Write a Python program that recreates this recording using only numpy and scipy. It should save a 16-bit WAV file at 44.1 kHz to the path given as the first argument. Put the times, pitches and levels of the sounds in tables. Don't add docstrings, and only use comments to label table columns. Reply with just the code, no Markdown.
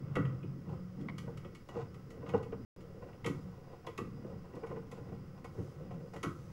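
import sys
import numpy as np
from scipy import signal
from scipy.fft import rfft, irfft, next_fast_len
from scipy.io import wavfile
from scipy.ndimage import uniform_filter1d, map_coordinates

SR = 44100
rng = np.random.default_rng(int(sys.argv[2]) if len(sys.argv) > 2 else 0)


def waveform_to_disk(signal):
    frames = np.transpose(np.atleast_2d(signal))
    scaled = np.clip(frames, -1, 1) * 32767
    samples = np.round(scaled).astype(np.int16)
    wavfile.write(sys.argv[1], SR, samples)


N = 287532
TIME = np.arange(N) / SR
AGE = TIME[:SR // 2]


def amp(db):
    return 10 ** (np.asarray(db) / 20)


def unit(x):
    return x / np.sqrt(np.mean(x ** 2) + 1e-20)


def crest(x):
    return x / np.sqrt(uniform_filter1d(x ** 2, size=220).max() + 1e-20)


def along(points, hz):
    f, v = np.transpose(points)
    return np.interp(np.log(hz + 1), np.log(f + 1), v)


def wobble(rate_hz):
    knots = rng.standard_normal(int(N * rate_hz / SR) + 4)
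    return map_coordinates(knots, [TIME * rate_hz])


def swells(rows):
    return sum(amp(db) * np.exp(-.5 * ((TIME - s) / half_s) ** 2) for s, db, half_s in rows)


def filtered(x, response):
    m = next_fast_len(len(x) + SR // 2)
    return irfft(rfft(x, m) * response(np.fft.rfftfreq(m, 1 / SR)), m)[:len(x)]


def coloured(x, spectrum):
    return filtered(x, lambda f: amp(along(spectrum, f)))


def ring(x, modes):
    y = 0
    for k, (hz, width_hz, db) in enumerate(modes):
        b, a = signal.iirpeak(hz, hz / width_hz, SR)
        y = y + (-1) ** k * amp(db) * signal.lfilter(b, a, x)
    edges_hz = [modes[0][0] * 0.59, min(modes[-1][0] * 1.27, SR * .45)]
    return signal.sosfilt(signal.butter(2, edges_hz, 'band', fs=SR, output='sos'), y)


CONTACT_SPREAD_DB = 1.5


def struck(modes):
    return [(hz, width_hz, db + CONTACT_SPREAD_DB * rng.standard_normal()) for hz, width_hz, db in modes]


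def add(track, s, sound):
    start = max(round(s * SR), 0)
    track[start:start + len(sound)] += sound[:max(N - start, 0)]


def chatter(hold_s, t60_s):
    return rng.standard_normal(len(AGE)) * amp(-60 * np.maximum(AGE - hold_s, 0) / t60_s)


def slips(rate_hz, spread_db):
    moments = rng.random(N) < rate_hz / SR
    signs = rng.choice([-1, 1], N)
    return unit(moments * signs * amp(spread_db * rng.standard_normal(N)))


def sustained(x, span_s):
    return x / np.sqrt(np.abs(uniform_filter1d(x ** 2, max(int(span_s * SR), 2))) + 1e-12)


# t/s, level/dB
FEED = [(0, -42.5), (.22, -33), (.4, -45), (.62, -54), (.74, -36.5), (.91, -54), (1.02, -42.5), (1.42, -45),
        (1.68, -65), (1.8, -42.5), (2.05, -52), (2.35, -44.5), (3.15, -53.5), (3.3, -45.5), (3.55, -50.5),
        (3.8, -55), (4.05, -48.5), (4.35, -44.5), (4.47, -56), (4.75, -44.5), (4.87, -54), (5.13, -43.5),
        (5.4, -53), (5.6, -46), (5.73, -49), (5.88, -43), (6.15, -55), (6.52, -45.5)]


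def feed_level_db():
    s, db = np.transpose(FEED)
    return np.interp(TIME, s, db)


# f/Hz, width/Hz, level/dB
DRUM_DEEP = [(86, 7.5, -9), (114, 11.3, -6), (144.2, 12.4, -3)]
DRUM_UPPER = [(181.96, 5.4, 1.5), (222.6, 24, -8), (244.4, 97, -12.5)]
UPPER_DRUM_DB, UPPER_SWAY_DB = -3.5, 4


def reel():
    deep = sustained(ring(slips(rate_hz=500, spread_db=2), DRUM_DEEP), span_s=0.16)
    upper = sustained(ring(slips(rate_hz=500, spread_db=0.5), DRUM_UPPER), span_s=0.053)
    upper_gain = amp(UPPER_DRUM_DB + UPPER_SWAY_DB * wobble(7.0))
    return amp(feed_level_db() - 3.5) * (deep + upper_gain * upper)


SNAG_RATE_HZ, SNAG_DECAY_S, SMOOTH_GAIN = 60, 0.0044, 0.68


def snags(rate_hz, decay_s):
    releases = (rng.random(N) < rate_hz / SR) * rng.uniform(0.22, 1, N)
    return signal.lfilter([1], [1, -np.exp(-1 / (decay_s * SR))], releases)


def friction():
    grip = SMOOTH_GAIN + snags(SNAG_RATE_HZ, SNAG_DECAY_S)
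    return slips(rate_hz=1300, spread_db=3.0) * grip


# centre t/s, level/dB, half length/s, hardness/dB
SCRAPES = [(0.718, -48.5, 0.033, -3), (0.734, -46, .012, -16), (0.994, -49.5, 0.025, -6),
           (1.789, -45, 0.042, 2.5), (2.17, -46.5, 0.047, -10), (2.298, -43, 0.026, 3),
           (2.368, -45.5, 0.021, 6), (2.907, -53, 0.14, -13), (3.07, -54.5, 0.035, -1),
           (3.145, -54, 0.0085, 2.5), (3.515, -60.5, 0.23, 4.5), (3.72, -54, 0.033, 0.5),
           (3.891, -42.5, 0.015, -7.5), (4.311, -49, 0.04, -4.5), (4.455, -50.5, 0.0099, -5.5),
           (4.655, -49.5, 0.15, -1.5), (4.964, -51.5, 0.033, 1), (5.094, -49, 0.047, -2.5),
           (5.38, -57, 0.019, 4.5), (5.601, -44, 0.039, -9), (5.822, -48.5, 0.043, -5.5),
           (5.941, -47.5, 0.024, -3), (6.06, -49.5, 0.047, -10), (6.16, -42.5, 0.013, -1)]
# centre t/s, level/dB, half length/s
GLIDES = [(5.65, -71.5, 0.077), (6.46, -73.5, 0.24)]
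# f/Hz, width/Hz, level/dB
PIPE_HOLLOW = [(343.3, 64, -9), (463.6, 39.5, -2), (534.6, 68.5, -6.5)]
PIPE_UPPER = [(728, 108, 0.5), (843, 67, 1.5), (922, 89, -2), (1038, 80, 2), (1180, 90, -5),
              (1234, 64, -2.5), (1471, 63, -6), (1939, 53, -9), (2170, 74, -18), (2380, 230, -19),
              (2826, 150, -18)]
FRAME = [(337, 40, 4.5), (491, 75, -1), (1081, 97, -7), (1192, 112, -1.5), (1302, 147, -3),
         (1520, 110, -10.5), (1936, 140, -15.5)]
CABLE = [(1050, 320, -4.5), (1331, 170, -0.5), (1941, 50, 0.5), (2202, 62, -2.5), (2480, 64, -6),
         (2694, 80, -6.5), (2915, 61, -6), (3114, 53, -6.5), (3320, 130, -10.5), (3830, 380, -22.5)]
# f/Hz, level/dB
GRIT = [(300, 1), (700, 10), (1400, -29.5), (1700, -26), (2800, -5), (4000, -8.5), (7000, -14),
        (15000, -46)]
SWISH = [(2500, -4), (4500, -7), (6000, -1.5), (8000, -9), (12000, -13.5), (15000, -18.5)]
DRAG_DB, DRAG_GROWS_DB_PER_DB, USUAL_FEED_DB = -67.5, 0.36, -47.5
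SWISH_DB = -78.5
BODY_SWAY_DB = 1.5


def slide():
    drag = amp(DRAG_DB + DRAG_GROWS_DB_PER_DB * (feed_level_db() - USUAL_FEED_DB))
    soft = swells([(s, db, half_s) for s, db, half_s, _ in SCRAPES])
    hard = swells([(s, db + hard_db, half_s) for s, db, half_s, hard_db in SCRAPES])

    rub_level = np.hypot(amp(6.0 + BODY_SWAY_DB * wobble(14)) * drag, amp(-5.5) * soft)
    rub = rub_level * unit(ring(friction(), PIPE_HOLLOW))

    edge = friction()
    grit = amp(-9.5) * unit(coloured(edge, GRIT))
    rasp_level = np.hypot(amp(-5.0) * drag, amp(-10.5) * hard)
    rasp = rasp_level * (unit(ring(edge, PIPE_UPPER)) + grit)

    fine = rng.standard_normal(N)
    ringing = drag * (amp(2.5) * unit(ring(fine, FRAME)) + amp(-9.0) * unit(ring(fine, CABLE)))

    air = unit(coloured(slips(rate_hz=11000, spread_db=4.5), SWISH))
    swish = amp(-4) * (amp(SWISH_DB) + swells(GLIDES)) * air
    return rub + rasp + ringing + swish


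# f/Hz, level/dB
HISS = [(20, 18), (36, 2), (50, 10), (70, 17), (200, 11), (700, -13.5), (1700, -13), (4000, -25),
        (5200, -15.5), (6300, -25), (8500, -30.5), (15500, -29.5)]
# f/Hz, width/Hz, rms level/dB
WHISTLE = (4953, 30, -85)
# f/Hz, rms level/dB
WHINE = (15626, -88)


def monitor():
    hiss = amp(-56.5) * unit(coloured(rng.standard_normal(N), HISS))
    hz, width_hz, db = WHISTLE
    narrow = filtered(rng.standard_normal(N), lambda f: 1 / (1 + (2 * (f - hz) / width_hz) ** 2))
    whistle = amp(db) * unit(narrow)
    whine_hz, whine_db = WHINE
    whine = amp(whine_db) * unit(np.sin(2 * np.pi * whine_hz * TIME))
    return hiss + whistle + whine


# t/s, level/dB, brightness/dB
TICKS = [(0.2527, -46, -27), (0.43, -56, -35), (1.011, -61, -9), (1.183, -46.5, -7.5), (1.375, -51.5, -10),
         (1.4484, -50.5, -25), (1.5506, -54.5, -7), (1.689, -52.5, -11.5), (1.9445, -57, -11),
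         (2.106, -56.5, -7.5), (2.265, -51.5, -34), (2.292, -49, -14), (2.43, -53, -11.5),
         (2.808, -61.5, -9), (3.13, -61.5, -22), (3.2455, -40.5, -20), (3.8681, -46.5, -11.5),
         (4.555, -65, -2.5), (4.667, -57.5, -11), (4.702, -64, -10), (4.916, -55, -5.5), (5.446, -54.5, -9),
         (5.912, -61, -15), (6.138, -57, -6.5), (6.164, -51, -12.5)]
# f/Hz, level/dB
SNAP = [(1500, -27), (3500, 1), (4700, 1), (7000, 0.5), (8500, -6.5), (11500, -6.5), (15000, -24.5)]


def ticks():
    out = np.zeros(N)
    from_slaps = [(s, db, bright_db) for s, db, bright_db, _ in SLAPS]
    for s, db, bright_db in TICKS + from_slaps:
        body = crest(ring(chatter(hold_s=0.0033, t60_s=0.046), struck(CABLE)))
        force = chatter(hold_s=0.0053, t60_s=0.066) + amp(-18.0) * chatter(hold_s=0.011, t60_s=0.71)
        snap = crest(coloured(force, SNAP))
        add(out, s - .002, amp(db - 2.5) * body + amp(db + bright_db - 1.5) * snap)
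    return out


# t/s, level/dB
CLACKS = [(0.157, -50), (1.084, -42), (1.094, -47), (3.262, -43), (3.98, -56), (6.231, -52)]
# f/Hz, width/Hz, level/dB
GUIDE = [(770, 220, 0.5), (1060, 140, 6.5), (1430, 460, -4.5), (1910, 220, 2), (2160, 240, 5),
         (2410, 300, -9), (3040, 510, -10.5)]


def clacks():
    out = np.zeros(N)
    for s, db in CLACKS:
        add(out, s, amp(db) * crest(ring(chatter(hold_s=0.004, t60_s=0.031), GUIDE)))
    return out


# t/s, level/dB, brightness/dB, after-rattle/dB
SLAPS = [(.156, -38.5, -18, -13.5), (3.2631, -38.5, -9, -26), (3.979, -41.5, -10.5, -23),
         (6.2317, -40, -8, -23)]
FRAME_LAG_S, KNOCK_LAG_S, ROCK_LAG_S = 0.002917, .011, 0.032
RATTLE_DB = 7


def slaps():
    out = np.zeros(N)
    for s, db, _, rattle_db in SLAPS:
        bounce = amp(RATTLE_DB * wobble(120)[:len(AGE)])
        rattle = amp(rattle_db) * chatter(hold_s=0.019, t60_s=0.38)
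        force = bounce * (chatter(hold_s=0.0082, t60_s=0.052) + rattle)
        add(out, s + FRAME_LAG_S, amp(db + 2.5) * crest(ring(force, struck(FRAME))))
    return out


# t/s, level/dB, hardness/dB
KNOCKS = [(.168, -29, -12), (0.437, -54.5, -19), (1.279, -39.5, -7), (1.452, -44, -8.5), (1.691, -46, 0),
          (1.756, -35, -8.5), (2.229, -42.5, -4.5), (2.339, -30, 1.5), (2.403, -46, -6), (2.525, -34, -10),
          (3.024, -44, -3), (3.09, -54, 1.5), (3.251, -34.5, -8), (3.849, -52, 3), (3.872, -43, 5.5),
          (4.247, -42, -10.5), (4.536, -44, -6.5), (4.566, -43, -5), (4.636, -42.5, 1.5), (4.666, -55, -3),
          (4.702, -41, -4), (4.717, -38.5, -4.5), (4.764, -44, -1), (4.924, -43, -3.5), (4.997, -49, -8.5),
          (5.122, -46, -3), (5.446, -44.5, 1), (5.583, -38, -15), (5.91, -43, -1.5), (6.137, -48, 5.5),
          (6.162, -41, -3.5)]
BLOW_DB, BLOW_T60_S = 0.5, 0.018
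SLAP_HARDNESS_DB = -5


def knocks():
    out = np.zeros(N)
    blow = 1 + amp(BLOW_DB - 60 * AGE / BLOW_T60_S)
    from_slaps = [(s + KNOCK_LAG_S, db, SLAP_HARDNESS_DB) for s, db, *_ in SLAPS]
    for s, db, hard_db in KNOCKS + from_slaps:
        hollow = crest(ring(blow * chatter(hold_s=0.01, t60_s=0.032), struck(PIPE_HOLLOW)))
        hard = crest(ring(blow * chatter(hold_s=0.011, t60_s=0.052), struck(PIPE_UPPER)))
        add(out, s - .003, amp(db - 3.5) * hollow + amp(db + hard_db - 7.0) * hard)
    return out


# t/s, level/dB
BUMPS = [(.1695, -17), (3.990, -30.5), (6.242, -31), (6.2618, -31)]
# f/Hz, level/dB, t60/s
BUMP_MODES = [(444, 0, 0.0055), (1010, -26, 0.023)]


def bumps():
    out = np.zeros(N)
    for s, db in BUMPS:
        for hz, level_db, t60_s in BUMP_MODES:
            add(out, s, amp(db + level_db - 60 * AGE / t60_s) * np.sin(2 * np.pi * hz * AGE))
    return out


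# t/s, level/dB
JOLTS = [(2.339, -29.5), (3.256, -35), (3.341, -41), (5.592, -39)]
# multiple of the pitch, width/Hz, level/dB
THUD_MODES = [(1, 45, 0), (1.75, 70, -5.5), (2.46, 50, -6)]
THUD_HZ, THUD_SPREAD = 135.2, 0.088
THUD_DB, THUD_GROWS_DB_PER_DB, THUD_SOFTNESS_DB_PER_DB = -30, 0.47, 1
SLAP_ROCK_DB = 9.5


def thuds():
    out = np.zeros(N)
    rocks = [(s, THUD_DB + THUD_GROWS_DB_PER_DB * db - THUD_SOFTNESS_DB_PER_DB * hard_db)
             for s, db, hard_db in KNOCKS]
    rocks += [(s + ROCK_LAG_S, db + SLAP_ROCK_DB) for s, db, *_ in SLAPS]
    for s, db in rocks + JOLTS:
        hz = THUD_HZ * np.exp(THUD_SPREAD * rng.standard_normal())
        modes = [(hz * k, width_hz, level_db) for k, width_hz, level_db in THUD_MODES]
        thud = ring(chatter(hold_s=0.0045, t60_s=0.12), modes)
        add(out, s, amp(db - 3.0) * crest(thud))
    return out


# t/s, level/dB, f/Hz, t60/s
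HUMS = [(.241, -30.5, 130.8, 0.36), (0.471, -40.5, 133, 0.4), (0.66, -42.5, 178.5, 0.38),
        (0.789, -46.5, 181.2, 0.6), (3.442, -44.5, 180.3, 0.32), (5.932, -44, 165, 0.36)]


def hums():
    out = np.zeros(N)
    onset = 1 - np.exp(-AGE / 0.014)
    for s, db, hz, t60_s in HUMS:
        add(out, s, amp(db + 8.0 - 60 * AGE / t60_s) * onset * np.sin(2 * np.pi * hz * AGE))
    return out


# t/s, level/dB, f/Hz, hold/s
JUDDERS = [(1.758, -38, 457.6, 0.037), (2.338, -28, 449.4, 0.022), (4.628, -40.5, 453, 0.017),
           (4.745, -44.5, 456, 0.04)]


def judders():
    out = np.zeros(N)
    for s, db, hz, hold_s in JUDDERS:
        pitch_hz = hz * (1 + 0.032 * wobble(110)[:len(AGE)])
        envelope = (1 - np.exp(-AGE / 0.0031)) * amp(-60 * np.maximum(AGE - hold_s, 0) / 0.089)
        add(out, s, amp(db + 0.5) * envelope * np.sin(2 * np.pi * np.cumsum(pitch_hz) / SR))
    return out


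# f/Hz, t60/s
ROOM = [(100, 0.33), (1200, 0.41), (4000, 0.19), (14000, 0.24)]


def room(x):
    hz, t, z = signal.stft(rng.standard_normal(SR // 2), SR, nperseg=256)
    decay = amp(-60 * t / along(ROOM, hz)[:, None])
    tail = signal.istft(z * decay, SR, nperseg=256)[1]
    delayed = np.pad(x, (300, 0))
    return signal.fftconvolve(delayed, tail / np.linalg.norm(tail))[:N]


def scene():
    sharp = ticks() + slaps()
    dull = knocks() + thuds() + judders()
    near = clacks() + bumps()
    echo = room(amp(-5.0) * sharp + amp(-9.0) * dull + amp(-14) * near)
    return (sharp + dull + near + echo + reel() + hums() + slide() + monitor())[None]


# start t/s, end t/s
MUTE = (2.650, 2.763)
TOP_HZ = 15780


def record(dry):
    live = (TIME < MUTE[0]) | (TIME > MUTE[1])
    return filtered(dry[0] * live, lambda hz: hz < TOP_HZ)[None]


dry = scene()
out = record(dry)
waveform_to_disk(out)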